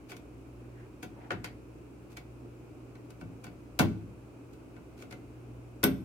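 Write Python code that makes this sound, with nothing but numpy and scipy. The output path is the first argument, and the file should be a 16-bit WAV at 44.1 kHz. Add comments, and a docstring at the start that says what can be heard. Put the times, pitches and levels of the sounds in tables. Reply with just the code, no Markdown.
"""Mains hum and a low rush of air fill a small room; close by, a phone hears a hand work a plastic wire
connector onto the spade terminals of a switch inside an appliance cabinet. The plug skids in stick-slip steps,
taps as single contacts and snaps twice (lip, catch, seat); each contact is banded noise plus decaying modes of
housing and cabinet. Soft swells of filtered noise come and go, and the last snap rings the metal terminal, a
cluster of high modes."""
import sys
import numpy as np
from scipy import signal
from scipy.fft import irfft
from scipy.io import wavfile
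from scipy.ndimage import uniform_filter1d

SR = 44100
rng = np.random.default_rng(int(sys.argv[2]) if len(sys.argv) > 2 else 0)


def to_wav(s):
    """Save 16-bit WAV."""
    ch = np.atleast_2d(s).T  # columns
    pcm = np.round(np.clip(ch, -1, 1) * 32767)  # PCM
    wavfile.write(sys.argv[1], SR, pcm.astype(np.int16))


N = 266628
RING = int(.46 * SR)  # samples that a contact rings
LEAD = int(.04 * SR)  # samples of slip ahead of a contact

# Likeness of the sound at the two microphone ports. Each row: frequency in Hz, correlation.
PORT_LIKENESS = [(60, 0.8), (200, 0.84), (400, 0.72), (700, 0.33), (1300, 0.041), (16000, 0)]


def undb(db):
    """Decibels to gain."""
    return 10 ** (np.asarray(db) / 20)


def unit(x):
    """Scale to rms 1."""
    return x / np.sqrt(np.mean(x ** 2))


def at(hz, table, axis=1):
    """Read a column of a table on a log-frequency axis."""
    table = np.array(table)
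    return np.interp(np.log(np.maximum(hz, 1)), np.log(table[:, 0]), table[:, axis])


def add(out, s, sound):
    """Mix a sound in so that its lead-in ends at time s."""
    start = int(s * SR) - LEAD
    out[:, start:start + sound.shape[1]] += sound[:, :N - start]


def walk(rate):
    """Slow chance of rms 1: random levels held 1 / rate seconds and smoothed twice."""
    hold = int(SR / rate)
    steps = np.repeat(rng.standard_normal(N // hold + 1), hold)
    smooth = uniform_filter1d(uniform_filter1d(steps, hold), hold)
    return unit(smooth[:N])


def diffuse(size):
    """Frequencies and spectrum of a diffuse noise at the two ports: alike in the bass, unrelated in the treble."""
    hz = np.arange(size // 2 + 1) * SR / size
    mid, side = np.exp(2j * np.pi * rng.random((2, len(hz))))
    alike = np.clip(at(hz, PORT_LIKENESS), -1, 1)
    return hz, np.sqrt(1 + alike) * mid + np.sqrt(1 - alike) * side * np.array([[1], [-1]])


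def pan(x, left_db):
    """Lean a sound to the left (to the right if negative) by a level difference between the ports."""
    return x * undb(np.array([[left_db], [-left_db]]) / 2)


def resonance(hz, centre, q):
    """Gain of one resonance, 1 at its centre."""
    return 1 / np.hypot(1, q * (hz / centre - centre / np.maximum(hz, 1)))


def ring(modes, t, detune):
    """Decaying modes; each reaches the two ports with its own phase, further apart for short waves."""
    out = 0
    for hz, db, t60 in modes:
        tune, side = rng.standard_normal(2)
        spread = np.arccos(np.clip(at(hz, PORT_LIKENESS), -1, 1))
        apart = spread * np.sign(side) * np.array([[.5], [-.5]])
        turning = 2j * np.pi * hz * (1 + detune * tune)
        wave = undb(db) * np.exp((turning - np.log(1000) / t60) * t)
        out = out + np.cos(apart) * wave.imag + np.sin(apart) * wave.real
    return out * np.sqrt(2)


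def reflect(x, db, t60, delay_s, dull_hz):
    """Add a dense, fading, dulled wash of reflections that builds over delay_s, different at each port."""
    t = np.arange(RING) / SR
    hz, noise = diffuse(RING)
    dulled = irfft(noise / np.hypot(1, hz / dull_hz), RING)
    wash = unit(dulled * np.exp(-np.log(1000) * t / t60) * (1 - np.exp(-t / delay_s)))
    return x + undb(db) * signal.fftconvolve(x, wash / np.sqrt(RING), axes=1)[:, :x.shape[1]]


def room():
    """A mains hum that wavers in level and phase under a soft rush of air, slow noise with a fixed spectrum."""
    # Mains lines. Each row: frequency in Hz, mean level in dB.
    hum_lines = [(59.7, -58.5), (119.5, -53)]
    # Colour of the air in the room. Each row: frequency in Hz, relative level in dB per Hz.
    air_colour = [(25, -38), (55, -7.5), (85, -9.5), (120, -9.5), (200, -13), (300, -3), (500, -15),
                  (800, -22.5), (1400, -26.5), (1850, -36.5), (2500, -28.5), (3400, -42.5), (8000, -43),
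                  (16000, -50.5)]
    air_db, swell_db, waver_db = -50.5, -0.18, -2.7
    hz, noise = diffuse(N)
    air = unit(irfft(noise * undb(at(hz, air_colour)), N)) * undb(air_db + swell_db * walk(2.95))
    t = np.arange(N) / SR
    hum = 0
    for line_hz, db in hum_lines:
        level = np.sqrt(2) * undb(db + waver_db * walk(4.595))
        hum = hum + level * np.sin(2 * np.pi * line_hz * t + 0.61 * walk(1.77))
    return pan(air + hum, left_db=-0.13)


def clack(t, weight_db, knock_db, edge_db, pitch_hz, slip_s):
    """Half-octave bands: a gritty slip swells into a short crack, then the cavity rings on, its bass building late."""
    # Dense ring of plastic and cavity. Each row: frequency in Hz, relative level in dB per half octave,
    # time to fall 60 dB in seconds.
    cavity = [(60.4, -19.5, 0.76), (120, -10.5, 0.54), (250, -5.5, 0.65), (493, -3.5, 0.19),
              (1030, -8.5, 0.17), (1520, -14, 0.18), (2060, -10, 0.23), (2960, -13, 0.17), (4050, -8, 0.18),
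              (7900, -10, 0.11), (15000, -13.5, 0.17)]
    crack_db, crack_s = 4, 0.0036
    tail_db, build_cycles = -4, 0.62
    hz, noise = diffuse(len(t))
    after = np.maximum(t, 0)
    grit = unit(uniform_filter1d(undb(5.4 * rng.standard_normal(len(t))), size=12))
    crack = grit * np.exp(np.where(t < 0, np.minimum(t, 0) / slip_s, -after / crack_s))
    # each point of contact favours its own narrow resonances, one above all
    uneven_db = 4.0 * unit(uniform_filter1d(rng.standard_normal(len(hz)), size=25))
    noise = noise * undb(uneven_db)
    body = np.hypot(1, undb(8) * resonance(hz, pitch_hz, q=5.8))
    # bass follows the push, treble the sharpness of the edge
    colour = [(250, weight_db), (600, knock_db), (1500, 0), (2300, 0), (6000, edge_db), (15000, 2.0 * edge_db)]
    out = 0
    for centre in 60 * np.sqrt(2) ** np.arange(17):
        distance = np.minimum(np.abs(2 * np.log2(np.maximum(hz, 1) / centre)), 1)  # in half octaves
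        share = noise * np.cos(np.pi / 2 * distance)
        band = irfft(share * body, len(t)) * len(t) / np.linalg.norm(share)
        build = 1 - np.exp(-after * centre / build_cycles)
        tail = build * np.exp(-np.log(1000) * after / at(centre, cavity, axis=2))
        radiated = centre ** 2 / (centre ** 2 + 900 ** 2)  # the small plug itself gives off little bass
        swell = np.hypot(undb(crack_db) * radiated * crack, undb(tail_db) * tail)
        out = out + band * undb(at(centre, cavity) + at(centre, colour)) * swell
    return out


def contact(db, weight_db, edge_db, pitch_hz=None, slip_s=None):
    """One contact clacks and rings the housing; a moment later its weight booms the cabinet."""
    # Sheet-metal cabinet. Each row: frequency in Hz, relative level in dB, time to fall 60 dB in seconds.
    cabinet = [(84, -15, 0.35), (106.94, -6, 0.81), (171.3, -5.5, 0.52), (193, -5.5, 0.26),
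               (247, -6.5, 0.11), (262.7, -5.5, .39), (332, -7, 0.25), (393.4, -10, 0.19)]
    # Switch housing and its bracket. Each row: frequency in Hz, relative level in dB,
    # time to fall 60 dB in seconds.
    housing = [(488, -14.5, 0.19), (557, -14, 0.17), (588, -15, 0.3), (722.5, -4, 0.21), (893, -12, 0.14),
               (982, -11, 0.16), (1040, -14, 0.17), (1362, -14, 0.22), (1414, -2.5, 0.13),
               (1499, 0.5, 0.097), (2240, -3, 0.094), (2647, -8, 0.14), (2810, -16, 0.14), (3010, -19, .1)]
    cabinet_db, cabinet_lag_s, cabinet_build_s = -2, 0.0031, 0.0072
    housing_db, housing_build_s = -2, 0.0005
    t = np.arange(-LEAD, RING) / SR
    after = np.maximum(t, 0)
    later = np.maximum(t - cabinet_lag_s, 0)
    firmness_db = db + 43.5  # above a typical contact
    # a firmer contact slips for a shorter time before it catches: half as long per 20 dB
    slip_s = slip_s or 0.0019 * .5 ** (firmness_db / 20)
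    # heavy, gentle contacts knock the housing most
    knock_db = -0.5 + 0.36 * weight_db - 0.1 * firmness_db
    # sharper contacts ring the plastic higher, by .04 octave per dB of edge
    pitch_hz = pitch_hz or 2385 * 2 ** (.04 * edge_db)
    boom = undb(cabinet_db + weight_db) * ring(cabinet, later, detune=0.0059)
    boom = boom * (1 - np.exp(-later / cabinet_build_s))
    knock = undb(housing_db + knock_db) * ring(housing, after, detune=0.0067)
    knock = knock * (1 - np.exp(-after / housing_build_s))
    return undb(db) * (clack(t, weight_db, knock_db, edge_db, pitch_hz, slip_s) + boom + knock)


def skids():
    """The plug skids along a blade: stick-slip steps that grow as the hand presses."""
    # Each row: start in seconds, length in seconds, level at the end in dB.
    skid_rows = [(0.097, 0.022, -54.5), (2.107, .03, -65), (4.98, .04, -62)]
    step_s, swell_db_per_s = .012, 108
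    out = np.zeros((2, N))
    for s, length, end_db in skid_rows:
        for step in np.arange(0, length, step_s):
            late = step_s * rng.uniform(-.15, 0.155)
            db = end_db - swell_db_per_s * (length - step)
            add(out, s + step + late, contact(db, weight_db=-10, edge_db=0.5, slip_s=step_s / 2))
    return out


def taps():
    """The plug taps the switch, each time a single contact."""
    # Each row: time in seconds, level in dB, weight of the push in dB, treble edge in dB.
    tap_rows = [(0.119, -47, -7, -3), (0.168, -57.5, -11, 2), (1.030, -47, 3.5, 0.5),
                (1.307, -30, -11.5, -18.5), (1.318, -43, 4, -6), (1.4445, -38, -14, -3.5),
                (2.171, -46.5, -13, -2), (2.955, -59.5, -5, -7), (3.106, -62, -3, 2), (3.213, -58, 18, -2),
                (3.443, -52, 3, 0.5), (3.468, -54.5, 5, -6), (4.535, -66, -7, 2), (4.766, -61.5, 8, -10),
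                (5.024, -54, -1, -1.5), (5.111, -52.5, -8, -2), (5.126, -50.5, 0.5, -3)]
    out = np.zeros((2, N))
    for s, db, weight_db, edge_db in tap_rows:
        add(out, s, contact(db, weight_db, edge_db))
    return out


def swells():
    """Soft, uneven swells of filtered noise, each around one resonance."""
    # Each row: time of the peak in seconds, time from the peak to 1/e in seconds, level in dB, centre in Hz.
    swell_rows = [(0.643, .05, -70, 1490), (0.806, 0.06, -63, 1680), (1.235, 0.1, -57, 750),
                  (1.238, 0.055, -65.5, 1880), (2.451, 0.03, -46.5, 294)]
    t = np.arange(N) / SR
    hz, noise = diffuse(N)
    out = 0
    for s, length, db, centre_hz in swell_rows:
        shaped = unit(irfft(noise * resonance(hz, centre_hz, q=1.8) ** 2, N))
        out = out + shaped * undb(db) * np.exp(-((t - s) / length) ** 2)
    return out * undb(1.3 * walk(120))


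def snaps():
    """The socket snaps over a blade: its lip clicks just ahead, the plastic catches, then it seats."""
    # Each row: time of the catch in seconds, level in dB, pitch of the plastic in Hz,
    # level of the lip's click in dB, time until it seats in seconds, level of the seating in dB.
    snap_rows = [(3.795, -23.5, 940, -29.5, .018, -50), (5.8352, -28, 1490, -39.5, .0034, -27)]
    lip_lead_s = .0043
    sprung_slip_s = 0.00038  # lip and seat are driven by the socket's spring and hardly slip
    out = np.zeros((2, N))
    for s, db, pitch_hz, lip_db, seat_s, seat_db in snap_rows:
        lip = contact(lip_db, weight_db=-9.5, edge_db=3, slip_s=sprung_slip_s)
        catch = contact(db, weight_db=3.5, edge_db=-9, pitch_hz=pitch_hz)
        seat = contact(seat_db, weight_db=1.5, edge_db=-4.5, pitch_hz=2960, slip_s=sprung_slip_s)
        add(out, s - lip_lead_s, lip)
        add(out, s, catch)
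        add(out, s + seat_s, seat)
    return out


def terminal():
    """The socket's spring snaps onto the blade: a short metal ping that lingers between the cabinet walls."""
    # Metal spade terminal. Each row: frequency in Hz, relative level in dB, time to fall 60 dB in seconds.
    blade = [(5500, 2, 0.004), (8600, -7.5, 0.025), (11540, -7, 0.013), (11590, -5, 0.04),
             (12280, -1, 0.017), (13500, -9, .009), (14400, 2, 0.011)]
    ping_s, ping_db, attack_s = 5.8395, -16, 0.00053
    out = np.zeros((2, N))
    t = np.arange(-LEAD, RING) / SR
    ping = ring(blade, np.maximum(t, 0), detune=0.0011) * np.clip(t / attack_s, 0, 1)
    add(out, ping_s, undb(ping_db) * ping)
    return reflect(out, db=-7.5, t60=0.12, delay_s=0.00091, dull_hz=15000)


def scene():
    """The plug at work, a little to the left, in the humming room, whose walls answer faintly."""
    work = pan(skids() + taps() + snaps() + terminal(), left_db=2.0)
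    return room() + reflect(work, db=-21.5, t60=0.4, delay_s=0.0088, dull_hz=6000) + swells()


def record(dry):
    """The phone cuts the top: a steep low-pass at 15.9 kHz."""
    return signal.sosfilt(signal.ellip(10, .2, 70, 15900, fs=SR, output="sos"), dry)


dry = scene()
out = record(dry)
to_wav(out)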